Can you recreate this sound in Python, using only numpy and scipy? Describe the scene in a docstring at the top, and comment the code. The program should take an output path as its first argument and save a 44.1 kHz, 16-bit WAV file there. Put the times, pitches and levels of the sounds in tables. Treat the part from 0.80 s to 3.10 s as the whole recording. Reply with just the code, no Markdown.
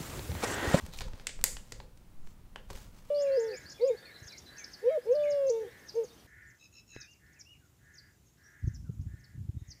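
"""A stiff plastic bag is lifted over a cardboard box in a small room. First the film slides over other
bags with a fine grainy rustle, creases snap through one at a time and puffs of air thump softly on
the close microphone. At 0.6 s the sheet flaps, pushing air, and the sharpest crease lets go.
After a few more snaps the bag is held almost still, with one more flap near 1.4 s.
From about 1.75 s it is drawn away with fresh snaps, two low thumps and a last faint rustle."""
import sys
import numpy as np
from scipy import signal
from scipy.fft import rfft, irfft
from scipy.io import wavfile
from scipy.ndimage import uniform_filter1d

SR = 44100
rng = np.random.default_rng(int(sys.argv[2]) if len(sys.argv) > 2 else 0)


def output_pcm(signal):
    """Save a mono or channel-first signal as 16-bit PCM at the path in sys.argv[1].

    Samples are clipped to [-1, 1] before scaling.
    """
    pcm = np.clip(np.atleast_2d(signal).T, -1, 1) * 32767
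    wavfile.write(sys.argv[1], SR, np.round(pcm).astype(np.int16))


N = 101430
T = np.arange(N) / SR
CUTOFF_HZ = 15700


def from_db(db):
    """Decibels to gain."""
    return 10 ** (np.asarray(db) / 20)


def unit_rms(x):
    """Scale to unit rms."""
    return x / np.sqrt(np.mean(x ** 2) + 1e-20)


def curve_db(curve, hz):
    """Read an EQ curve on a log-frequency axis."""
    f, db = np.transpose(curve)
    return np.interp(np.log(hz + 1), np.log(f), db)


def equalise(x, curve):
    """Shape a sound with an EQ curve, keeping only what lies above 10 Hz."""
    hz = np.fft.rfftfreq(len(x), 1 / SR)
    return irfft(rfft(x) * from_db(curve_db(curve, hz)) * (hz > 10), len(x))


def minimum_phase(gain):
    """An impulse with this spectrum that starts at once and rings out."""
    cepstrum = irfft(np.log(gain + 1e-9))
    half = len(cepstrum) // 2
    cepstrum[1:half] *= 2
    cepstrum[half + 1:] = 0
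    return irfft(np.exp(rfft(cepstrum)))


def add(out, t, x):
    """Mix a sound in at t seconds."""
    i = int(np.clip(t * SR, 0, N - 1))
    out[i:i + len(x)] += x[:N - i]


def crack(size, shiver_db=3, t60_s=0.013, top_hz=10400):
    """A click and the sheet's brief, uneven shiver after it, evened out in colour."""
    shiver = rng.standard_normal(size) * rng.exponential(1, size) * from_db(-60 * T[:size] / t60_s)
    shiver = signal.sosfilt(signal.butter(2, top_hz, fs=SR, output="sos"), shiver)
    burst = shiver / np.linalg.norm(shiver) * from_db(shiver_db)
    burst[0] += 1  # the click
    smooth_power = uniform_filter1d(abs(rfft(burst)) ** 2, size=24)
    return signal.fftconvolve(burst, minimum_phase(1 / np.sqrt(smooth_power)))[:size]


def facet_ring_db(facets, hz, q=3.6):
    """Resonant peaks of the stiff facets that are set ringing."""
    return sum(db / (1 + (2 * q * (hz / ring_hz - 1)) ** 2) for ring_hz, db in facets)


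# Peaks and hollows in the bag's tone: f/Hz, half width/Hz, gain/dB
BAG_EQ = [(1200, 64, -3.5), (3520, 800, -1), (7840, 1100, 4), (16000, 1500, -7.5)]
SNAP_BANDS_HZ = [450, 1000, 2200, 5500, 12000]  # band centres of a snap: f/Hz
# Crease hits: t/s, level/dB in each of the five bands, ringing facets [(f/Hz, boost/dB)]
CREASE_SNAPS = [(0.0639, -9.5, -16.5, -17.5, -24, -25, []), (0.1879, -25, -35, -12, -11, -31, [(2550, 8)]),
                (0.2077, -11, -8.5, -9, -12, -30, [(780, 7.5), (3550, 4)]),
                (0.3344, -11.5, -16.5, -19, -27, -55, []), (0.398, -16, -18, -17, -24.5, -65.5, []),
                (0.4697, -11, -11, 3.5, -5, -17, [(2150, 0), (7770, 9.5)]),
                (0.4926, -11, -16.5, -13, -17, -41, []), (0.5911, -12, -15.5, -21, -38, -45, []),
                (0.6136, -23, -20, -20.5, -22, -33, []), (0.6404, -2, -2.5, 0.5, -0.5, 7.5, [(900, 6.5),
                (2050, 8.5), (4700, 7), (7200, 9)]), (0.7686, -17.5, -11.5, -20, -16.5, -42, [(1750, 8.5),
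                (2950, 12)]), (0.9219, -8, -14.5, -15, -17.5, -25, [(2000, 7), (4600, 7), (7050, 8)]),
                (1.002, -9.5, -14.5, -17.5, -29.5, -61, [(870, 10), (4250, 11)]),
                (1.174, -47.5, -42, -31.5, -33.5, -44, []), (1.4728, -22, -22, -25, -32.5, -47, []),
                (1.7594, -9.5, -6.5, -16.5, -24, -40, [(880, 5.5), (1700, 7.5), (3000, 15)]),
                (1.9025, -9.5, -10.5, -16, -20.5, -35.5, [(420, 10), (1000, 9)]),
                (1.9078, -6.5, -19.5, -20, -22, -34, []), (1.9537, -25, -30, -15.5, -28, -36, [])]


def crease_snaps(size=2048, trim_db=-1, low_cut_hz=177):
    """Each crease lets go with its own colour; returns the close sound and the room send."""
    close, send = np.zeros(N), np.zeros(N)
    hz = np.fft.rfftfreq(size, 1 / SR)
    bag_db = trim_db + sum(db / (1 + ((hz - centre) / width) ** 2) for centre, width, db in BAG_EQ)
    low_cut = (hz + 1) ** 2 / (hz ** 2 + low_cut_hz ** 2)
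    for t, *levels, facets in CREASE_SNAPS:
        crease_db = curve_db(list(zip(SNAP_BANDS_HZ, levels)), hz)
        snap = minimum_phase(from_db(crease_db + bag_db + facet_ring_db(facets, hz)) * low_cut)
        add(close, t, signal.fftconvolve(crack(size), snap))
        add(send, t, snap)
    return close, send


def stick_slip(slips_per_s=1400, spread_db=1.5, clump_s=0.0044, clump_db=4.5, hiss_gain=0.48):
    """The film catches and lets go: clusters of tiny slips over a smooth hiss."""
    sizes = from_db(spread_db * np.minimum(rng.exponential(1, N), 4)) * rng.choice([-1, 1], N)
    grip = np.clip(rng.standard_normal(N), -2, 2)
    clumps = from_db(clump_db * np.interp(T / clump_s, np.arange(N), grip))
    slips = rng.random(N) < slips_per_s / SR
    return unit_rms(clumps * sizes * slips) + hiss_gain * rng.standard_normal(N)


# Tone of the rustle: f/Hz, gain/dB
SLIDE_EQ = [(300, -3), (900, 8), (1500, 1.5), (7000, -2), (9500, -7), (15000, -9)]
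# Strokes: peak t/s, rise/s, fall/s, level/dB, tilt/(dB per octave), ringing facets [(f/Hz, boost/dB)]
SLIDE_STROKES = [(.04, 0.11, 0.068, -58, -0.5, []), (.138, 0.0099, 0.017, -48.5, 0.5, [(3900, 11.5)]),
                 (0.188, 0.013, 0.01, -51, 2.5, []), (0.219, .005, 0.0026, -41.5, -1.5, [(4300, 11.5)]),
                 (.245, 0.018, 0.015, -58.5, -0.5, []), (.281, 0.0031, 0.0047, -48.5, -4, []),
                 (.39, .05, 0.065, -60.5, -1.5, []), (.88, 0.028, 0.074, -65.5, 0, []),
                 (1.48, 0.048, 0.048, -70.5, 0.5, [(7000, 8)]), (1.911, 0.011, 0.0099, -53, -1, []),
                 (1.953, 0.029, 0.048, -56.5, 1, []), (2.011, 0.021, 0.046, -59, 1, []),
                 (2.176, 0.042, 0.019, -63.5, 0, []), (2.29, 0.069, .03, -66, 0, [])]


def film_slides(pivot_hz=3000):
    """Film rubs on film: a grainy rustle that swells and fades with each stroke."""
    out = np.zeros(N)
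    friction = stick_slip()
    hz = np.geomspace(SLIDE_EQ[0][0], CUTOFF_HZ, 200)
    for t, rise, fall, db, tilt, facets in SLIDE_STROKES:
        tone_db = curve_db(SLIDE_EQ, hz) + tilt * np.log2(hz / pivot_hz) + facet_ring_db(facets, hz)
        rustle = equalise(np.roll(friction, rng.integers(N)), list(zip(hz, tone_db)))
        swell = np.exp(-.5 * ((T - t) / np.where(T < t, rise, fall)) ** 2)
        out += from_db(db) * swell * unit_rms(rustle)
    return out


# Soft low thumps of air on the microphone: t/s, level/dB, f/Hz
LOW_THUMPS = [(.024, -36.5, 70.6), (.037, -29, 73.5), (0.083, -38.5, 164), (0.214, -33.5, 79),
              (0.267, -27, 48.4), (0.335, -34.5, 90), (0.635, -37.5, 113.7), (0.923, -41, 104),
              (0.994, -39.5, 61.6), (1.906, -39, 85), (1.952, -36.5, 62.7)]


def low_thumps(attack_s=0.0015, t60_s=0.068, upper_ratio=2.7, upper_db=-12):
    """Air puffs on the close microphone, each puff voiced as two low tones that die away quickly."""
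    out = np.zeros(N)
    envelope = (1 - np.exp(-T / attack_s)) * from_db(-60 * T / t60_s)
    for t, db, hz in LOW_THUMPS:
        phase = 2 * np.pi * hz * T
        tones = np.sin(phase) + from_db(upper_db) * np.sin(upper_ratio * phase)
        add(out, t, from_db(db) * envelope * tones)
    return out


# Slow flaps of the sheet: t/s, level/dB, half length/s
SHEET_FLAPS = [(0.596, -32, 0.017), (1.429, -31, 0.027)]


def sheet_flaps():
    """Each flap of the whole sheet draws the air away and pushes it back once."""
    out = np.zeros(N)
    for t, db, half_length in SHEET_FLAPS:
        swing = (T - t) / half_length
        out += from_db(db) * swing * np.exp(-.5 * swing ** 2)
    return out


# Bass-heavy tone of the pushed air: f/Hz, gain/dB
AIR_EQ = [(20, 3), (50, -9.5), (100, -17), (200, -26), (500, -44.5), (1200, -41), (4000, -62)]
# Fader ride of the pushed air: t/s, level/dB
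AIR_RIDE = [(0, -55.5), (.12, -46), (.29, -38), (.39, -50), (.54, -52), (.6, -38.5), (.66, -46), (.78, -42),
            (.87, -58.5), (1, -45), (1.08, -55.5), (1.8, -52.5), (1.93, -46.5), (2.1, -52), (2.3, -54.5)]


def pushed_air():
    """Low buffeting at the microphone that follows the movement of the sheet."""
    rumble = equalise(rng.standard_normal(N), AIR_EQ)
    steady = rumble / np.sqrt(uniform_filter1d(rumble ** 2, size=4400))
    return steady * from_db(np.interp(T, *np.transpose(AIR_RIDE)))


# Tone of the reverb: f/Hz, gain/dB
REVERB_EQ = [(350, -3), (520, 5), (700, -10), (2400, -8), (6500, -6), (10000, -9), (15000, -18.5)]


def room_reverb(send, build_s=0.0049, t60_s=0.35, mode_hz=500, mode_t60_s=0.83, mode_db=-58.5):
    """The small room answers with a short diffuse tail and one lingering mode."""
    tail = rng.standard_normal(N) * from_db(-60 * T / t60_s) * (1 - np.exp(-T / build_s))
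    response = equalise(tail / np.linalg.norm(tail), REVERB_EQ)
    response += from_db(mode_db - 60 * T / mode_t60_s) * np.sin(2 * np.pi * mode_hz * T)
    return signal.fftconvolve(send, response[:N // 2])[:N]


# Tone of the background bed: f/Hz, gain/dB
ROOM_TONE_EQ = [(20, -15), (60, -3.5), (120, -2), (180, -4), (290, -10), (450, -18.5), (1000, -22.5),
                (2000, -29), (6000, -34), (15000, -36)]


def room_tone(level_db=-60):
    """A faint, dark, steady bed of noise."""
    return from_db(level_db) * unit_rms(equalise(rng.standard_normal(N), ROOM_TONE_EQ))


def scene():
    """Mono mix: the bag and its reverb over low thumps, moving air and room tone."""
    snaps, snap_send = crease_snaps()
    rustle = film_slides()
    bed = room_tone()
    bag = snaps + rustle + room_reverb(snap_send + rustle)
    return (bag + low_thumps() + sheet_flaps() + pushed_air() + bed)[None]


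def record(dry):
    """A steep high cut on the whole mix."""
    return signal.sosfilt(signal.ellip(10, .2, 80, CUTOFF_HZ, fs=SR, output="sos"), dry)


dry = scene()
out = record(dry)
output_pcm(out)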